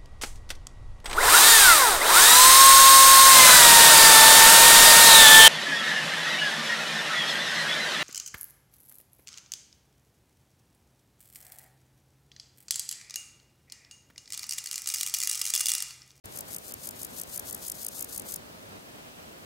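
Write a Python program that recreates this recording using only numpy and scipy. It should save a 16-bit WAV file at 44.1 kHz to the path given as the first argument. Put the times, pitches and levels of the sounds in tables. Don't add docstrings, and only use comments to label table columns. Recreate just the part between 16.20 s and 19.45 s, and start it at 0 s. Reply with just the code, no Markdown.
import sys
import numpy as np
from scipy import signal
from scipy.fft import rfft, irfft
from scipy.io import wavfile
from scipy.ndimage import uniform_filter1d

SR = 44100
rng = np.random.default_rng(int(sys.argv[2]) if len(sys.argv) > 2 else 0)


def dump_mix(stems):
    frames = np.atleast_2d(stems).T
    limited = np.clip(frames, -1, 1)
    pcm = np.round(limited * 32767).astype(np.int16)
    wavfile.write(sys.argv[1], SR, pcm)


def attenuation_scalar(level_db):
    decades = np.asarray(level_db, float) / 20
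    return 10 ** decades


N = 143325


def evened(x):
    return x / np.sqrt(np.mean(x ** 2) + 1e-20)


def read(points, hz):
    f, value = np.transpose(points)
    return np.interp(np.log(hz + 1), np.log(f + 1), value)


def drift(seconds):
    size = max(round(seconds * SR), 1)
    return evened(uniform_filter1d(uniform_filter1d(rng.standard_normal(N), size), size))


# [f/Hz, density/dB per Hz]
CENTRE_SPECTRUM = [(25, -17.5), (183, -1), (480, -7), (720, -10.5), (950, -13), (2000, -17), (4700, -19),
                   (10500, -24.5), (15500, -23.5)]
# [f/Hz, density/dB per Hz]
WIDTH_SPECTRUM = [(15, -52), (25, -38), (126, -9.5), (164, -8.5), (246, -7.5), (482, -5.5), (1530, -10.5),
                  (10600, -26), (15500, -26)]
# [f/Hz, width/Hz, level/dB]
TRAFFIC_HUMS = [(88, 10, 6), (630, 110, 4.5)]
# [centre t/s, half length t/s, f/Hz, width/Hz, level/dB]
RUSTLES = [
    (2.9, .17, 2900, 550, 3.0),
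    (.06, .03, 100, 60, 4),
    (.58, .05, 80, 60, 6),
    (1.25, .03, 60, 40, 6),
    (1.97, .04, 100, 50, 6),
    (2.03, .04, 300, 100, 4),
    (.02, .05, 600, 150, -4),
    (3.13, .04, 120, 50, -6),
]


def meadow():
    centre_db, width_db = -50, -48.5
    patchy_db, swell_db, flicker_db = 0.27, -1.05, 1.0
    frames, hz = N // 256 + 5, np.fft.rfftfreq(1024, 1 / SR)
    a, b, c, d, patches = rng.standard_normal((frames, 513, 5)).T
    patches = evened(uniform_filter1d(uniform_filter1d(patches, 8, 0), 10, 1))
    at = np.minimum(np.arange(frames) * 256, N - 1)
    moving = patchy_db * patches + swell_db * drift(0.07)[at] + flicker_db * drift(0.023)[at]
    moving = moving / (1 + (hz[:, None] / 3500) ** 2)
    for s, half, rustle_hz, width_hz, rustle_db in RUSTLES:
        in_time = ((at / SR - s) / half) ** 2
        in_pitch = ((hz[:, None] - rustle_hz) / width_hz) ** 2
        moving += rustle_db * np.exp(-in_time - in_pitch)
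    hum = sum(db / (1 + ((hz - f) / width) ** 2) for f, width, db in TRAFFIC_HUMS)
    shapes = np.array([read(CENTRE_SPECTRUM, hz) + hum, read(WIDTH_SPECTRUM, hz)])[:, :, None]
    z = np.array([a + 1j * b, c + 1j * d]) * attenuation_scalar(shapes + moving)
    mid, side = signal.istft(z, nperseg=1024, noverlap=768)[1][:, :N]
    mid, side = attenuation_scalar(centre_db) * evened(mid), attenuation_scalar(width_db) * evened(side)
    return np.array([mid + side, mid - side])


# [f/Hz, level/dB rms]
WHINE_TONES = [(6540, -81), (7820, -77), (8500, -73.5), (9625, -78.5), (10450, -77.5), (11450, -81)]


def whine():
    bursts_per_s, burst_at, burst_share = 30.0, .8, .2
    waver_db, waver_rad = 2.0, 1.0
    t = np.arange(N) / SR
    phase = (t * bursts_per_s - burst_at + .5) % 1 - .5
    burst = np.exp(-phase ** 2 / burst_share ** 2)
    tones = np.zeros(N)
    for hz, db in WHINE_TONES:
        level = attenuation_scalar(db + waver_db * drift(.04))
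        tones += level * np.sin(2 * np.pi * hz * t + waver_rad * drift(0.052))
    return np.sqrt(2) * evened(burst) * tones


# [start t/s, end t/s, first level/dB, last level/dB]
UPSTROKES = [(0.074, 0.163, -64, -43), (0.24, 0.322, -61.5, -40), (0.396, 0.493, -60, -42.5),
             (0.562, 0.654, -60, -40), (0.728, 0.821, -58.5, -40), (0.886, 0.986, -59, -38.5),
             (1.065, 1.148, -55, -38.5), (1.205, 1.288, -59, -39), (1.37, 1.463, -56, -37.5),
             (1.543, 1.623, -52.5, -38.5), (1.714, 1.789, -50.5, -38), (1.871, 1.945, -55.5, -36.5),
             (2.055, 2.108, -49.5, -38)]


def upstrokes():
    bend, stutter_from = 0.86, 0.74
    lift_db_per_s, stutter_db, uneven_db = 450, 2.5, 2
    t, slow, stutter = np.arange(N) / SR, np.zeros(N), drift(0.0041) - 1
    for start, end, first_db, last_db in UPSTROKES:
        swell = np.clip((t - start) / (end - start), 0, 1) ** bend
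        lift_db = lift_db_per_s * (np.maximum(t - end, 0) + 2 * np.maximum(start - t, 0))
        shaky = np.clip((swell - stutter_from) / (1 - stutter_from), 0, 1)
        slow += attenuation_scalar(first_db + (last_db - first_db) * swell - lift_db + stutter_db * stutter * shaky)
    return slow * attenuation_scalar(uneven_db * drift(0.006))


# [centre t/s, level/dB, length t/s]
JERKS = [(0.0578, -38, 0.0038), (0.1628, -38, 0.0026), (0.1739, -34.4, 0.005), (0.189, -32, 0.0069),
         (0.2086, -32.5, 0.0051), (0.32, -36.5, 0.0035), (0.3319, -34.5, 0.0044), (0.3468, -30.5, 0.0048),
         (0.3644, -30.5, 0.0044), (0.3851, -35, 0.0033), (0.482, -37, 0.0039), (0.5223, -30.5, 0.003),
         (0.5403, -30, 0.0037), (0.6464, -39, 0.0074), (0.6572, -35.5, 0.0063), (0.6732, -32.5, 0.0057),
         (0.69, -30.0, 0.0039), (0.7106, -35.0, 0.0032), (0.8178, -35.5, 0.0063), (0.8319, -30, 0.0042),
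         (0.8493, -28.6, 0.0044), (0.8676, -43.4, 0.0031), (0.9828, -36.5, 0.0061), (0.999, -30.5, 0.0049),
         (1.0154, -28.5, 0.005), (1.0352, -32.6, 0.0021), (1.1462, -33.5, 0.005), (1.161, -30.5, 0.0076),
         (1.1769, -29, 0.0056), (1.1962, -27.5, 0.0047), (1.299, -35, 0.0072), (1.3104, -32, 0.0044),
         (1.3284, -30.5, 0.0056), (1.3482, -28, 0.0048), (1.3659, -43.9, 0.0049), (1.3783, -46, 0.0081),
         (1.4674, -35, 0.009), (1.4827, -31, 0.008), (1.4995, -27, 0.0049), (1.5193, -27.5, 0.005),
         (1.6316, -33.0, 0.0049), (1.6483, -30, 0.005), (1.666, -27, 0.0042), (1.6857, -29, 0.0057),
         (1.7929, -33, 0.0072), (1.8087, -29.5, 0.0076), (1.8262, -28, 0.0053), (1.8457, -30.5, 0.0042),
         (1.9363, -38, 0.0098), (1.9492, -36, 0.009), (1.9625, -33, 0.005), (1.9788, -29, 0.0058),
         (1.9981, -27.5, 0.0042), (2.0202, -41, 0.0046), (2.1095, -35.5, 0.0089), (2.1214, -31, 0.0038),
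         (2.141, -29.5, 0.0069), (2.1613, -30.0, 0.0045)]


def jerks():
    rise, fall, edge = 2.5, 2.1, 4.0
    tail_db, tail_s, tail_lag_s = -19.5, .004, .0015
    t, fast = np.arange(N) / SR, np.zeros(N)
    for s, level_db, length in JERKS:
        span = slice(round(s * SR) - 800, round(s * SR) + 800)
        after = t[span] - s
        steep = np.where(after < 0, rise, fall)
        pulse_db = 6 * (steep * abs(after) / length) ** edge
        tail_fall_db = 6 * ((after - tail_lag_s) / tail_s) ** 2
        fast[span] += attenuation_scalar(level_db - np.minimum(pulse_db, 200))
        fast[span] += attenuation_scalar(level_db + tail_db - np.minimum(tail_fall_db, 200))
    return fast


def pegs(slow, fast):
    slow_per_s, fast_per_s = 750, 1500
    share = np.clip((20 * np.log10(fast + 1e-9) + 36) / 5, 0, 1)
    rate = slow_per_s + (fast_per_s - slow_per_s) * share
    turns = np.cumsum(rate * (1 + 0.18 * drift(.01))) / SR + .2 * np.tanh(drift(.001))
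    hit = np.diff(np.floor(np.maximum.accumulate(turns)), prepend=0) > 0
    size = attenuation_scalar(0.5 * np.clip(rng.standard_normal(N), -3, 1.5))
    return hit * size * np.maximum(slow, fast) * np.sqrt(SR / rate / 0.99)


# [t/s, peak level/dB]
LONE_PEGS = [(0.1589, -24), (0.1663, -25.4), (0.3255, -25.8), (0.3382, -20), (0.3395, -20), (0.351, -23.0),
             (0.487, -27), (0.4902, -26.0), (0.492, -26), (0.495, -24.4), (0.4997, -25), (0.506, -27),
             (0.5101, -22.3), (0.5142, -23.9), (0.6778, -22), (0.812, -30), (0.9718, -25.5), (0.974, -25.5),
             (0.9758, -26.5), (0.978, -26.3), (0.988, -23), (1.132, -24.6), (1.134, -24.8), (1.1351, -26),
             (1.1365, -22.5), (1.1407, -26), (1.1416, -22.5), (1.1506, -23.6), (1.1994, -30), (1.4605, -22),
             (1.4631, -25), (1.4641, -24), (1.4655, -23.7), (1.4666, -24), (1.4684, -21.6), (1.4695, -22.1),
             (1.4705, -22), (1.4715, -23.5), (1.6074, -26.5), (1.6111, -25.1), (1.6183, -22.6),
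             (1.6188, -23), (1.6229, -24), (1.6259, -23.7), (1.6276, -24.5), (1.6895, -23.9), (1.7693, -27),
             (1.7811, -25.5), (1.7817, -25), (1.7825, -25), (1.7846, -25), (1.7853, -24.5), (1.7972, -25),
             (1.9347, -27), (1.9393, -26.3), (1.966, -22.5), (2.1246, -22), (2.1254, -22), (2.1271, -19.5),
             (2.165, -23.1)]


def leg_clicks(slow, fast):
    lone_db, clear_s = 4.5, 0.00051
    rasp = pegs(slow, fast) + attenuation_scalar(-7) * pegs(slow * attenuation_scalar(4.5), fast)
    lone = np.zeros(N)
    for s, peak_db in LONE_PEGS:
        lone[round(s * SR)] = attenuation_scalar(peak_db + lone_db)
    clear = uniform_filter1d(lone, 2 * round(clear_s * SR) + 1) < 1e-9
    return lone + rasp * clear


def colour(points, hz):
    gain = attenuation_scalar(read(points, hz))
    return gain / np.sqrt(2 / SR * np.sum(gain[(hz > 5000) & (hz < 15000)] ** 2) * hz[1])


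# [f/Hz, density/dB per Hz]
UPSTROKE_WING = [(2500, -20.5), (4100, -7), (4900, -6), (6500, -3.5), (9000, -3.5), (11000, -3),
                 (13100, -1), (15500, -5.5)]
# [f/Hz, density/dB per Hz]
JERK_WING = [(2500, -28.5), (4000, -19), (4900, -8.5), (6200, -4), (9000, -1.5), (11000, 0), (13600, 1),
             (15500, -6)]
# [delay t/ms, gain]
FAR_PATHS = [(-0.05, 0.2), (0.01, 0.42), (0.116, 0.13), (0.343, 0.079), (0.433, 0.039), (0.506, -0.13),
             (0.625, 0.13)]
# [f/Hz, level/dB]
FAR_SHADE = [(4800, -0.5), (7600, -2.5), (9000, 2.5), (10300, -2), (11700, -2), (13100, -14.5), (14500, 3),
             (15500, -5)]


def grasshopper(spots=18):
    ring_db, scatter_db = -4.5, -7.5
    t60_s = np.array([[.0035], [0.0037]])
    slow, fast = upstrokes(), jerks()
    clicks = leg_clicks(slow, fast)
    spot, t, out = rng.integers(0, spots, N), np.arange(320) / SR, np.zeros((2, N))
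    for k in range(spots):
        ring, scatter = rng.standard_normal((2, 320)) * attenuation_scalar(-60 * t / t60_s)
        ring = attenuation_scalar(ring_db) * ring / np.linalg.norm(ring) + (t == 0)
        taps = [ring / np.linalg.norm(ring), attenuation_scalar(scatter_db) * scatter / np.linalg.norm(scatter)]
        out += signal.oaconvolve((clicks * (spot == k))[None], taps, axes=1)[:, :N]
    hz = np.fft.rfftfreq(N, 1 / SR)
    jerk_share = fast / (fast + slow + 1e-9)
    rising = rfft(out * (1 - jerk_share)) * colour(UPSTROKE_WING, hz)
    falling = rfft(out * jerk_share) * colour(JERK_WING, hz)
    near, scattered = rising + falling
    paths = sum(gain * np.exp(-2j * np.pi * hz * ms / 1000) for ms, gain in FAR_PATHS)
    far = (near * paths + scattered) * attenuation_scalar(read(FAR_SHADE, hz))
    return irfft(np.array([near, far]), N)


def scene():
    return meadow() + whine() + grasshopper()


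# [f/Hz for centre, f/Hz for width]
THIN_FROM = [1700, 2400]
# [f/Hz for centre, f/Hz for width]
THIN_TO = [3500, 4800]


def thinned(x, size=6):
    busy_db, lost_share = -47, .16
    mid_side = np.array([x[0] + x[1], x[0] - x[1]]) / 2
    f, _, z = signal.stft(mid_side, SR, nperseg=1024, noverlap=768)
    busy = 10 * np.log10(2 * np.sum(abs(z[0, f > 5000]) ** 2, 0) + 1e-12) > busy_db
    luck = rng.random((2, len(f) // size + 1, z.shape[2] // size + 1))
    luck = luck.repeat(size, 1).repeat(size, 2)[:, :len(f), :z.shape[2]]
    band = (f > np.c_[THIN_FROM]) & (f < np.c_[THIN_TO])
    drop = (luck < lost_share) & busy & band[:, :, None]
    mid, side = signal.istft(z * ~drop, SR, nperseg=1024, noverlap=768)[1][:, :N]
    return np.array([mid + side, mid - side])


# [centre t/s, length t/s, from f/Hz, share of bands lost]
DROPOUTS = [
    (.3755, .010, 3200, .6),
    (.531, .010, 3800, .6),
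    (.701, .010, 3500, .6),
    (1.187, .009, 5000, .55),
    (1.508, .007, 3300, .9),
    (1.676, .007, 5500, 1),
    (1.818, .004, 4000, .6),
    (2.005, .005, 3800, .6),
]


def hiss_gaps(x):
    f, at, z = signal.stft(x, SR, nperseg=128, noverlap=96)
    keep, luck = np.ones(z.shape[1:]), rng.random((len(DROPOUTS), 17)).repeat(4, 1)
    for (s, length, from_hz, share), row in zip(DROPOUTS, luck):
        lost = (f > from_hz) & (row[:len(f)] * np.clip(f / 9000, .3, 1) < share)
        keep *= 1 - np.outer(lost, abs(at - s) < length / 2)
    return signal.istft(z * keep, SR, nperseg=128, noverlap=96)[1][:, :N]


def top_cut(x):
    return signal.sosfilt(signal.butter(12, 16960, fs=SR, output="sos"), x)


def record(dry):
    ceiling, low_cut_hz, edge_hz = .19, 42, 15800
    top_db, top_fall_db_per_khz, top_opens_db = 3, 32, -32
    preroll_s, open_s, preroll_db = 0.039, .0415, -18
    t, hz = np.arange(N) / SR, np.fft.rfftfreq(N, 1 / SR)
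    dry = ceiling * np.tanh(dry / ceiling)
    spectrum = rfft(dry)
    low = irfft(spectrum * (hz < edge_hz) / np.sqrt(1 + (low_cut_hz / (hz + 1)) ** 4), N)
    top = irfft(spectrum * (hz >= edge_hz) * attenuation_scalar(-top_fall_db_per_khz * abs(hz - edge_hz) / 1000), N)
    power_db = 10 * np.log10(abs(uniform_filter1d((dry ** 2).mean(0), size=200)) + 1e-12)
    loud = uniform_filter1d(np.clip((power_db - top_opens_db) / 4, 0, 1), size=100)
    kept = hiss_gaps(thinned(low) + attenuation_scalar(top_db) * loud * top)
    opening = np.where(t > open_s, 1, attenuation_scalar(preroll_db) * (t > preroll_s))
    return top_cut(kept * opening)


dry = scene()
out = record(dry)
dump_mix(out)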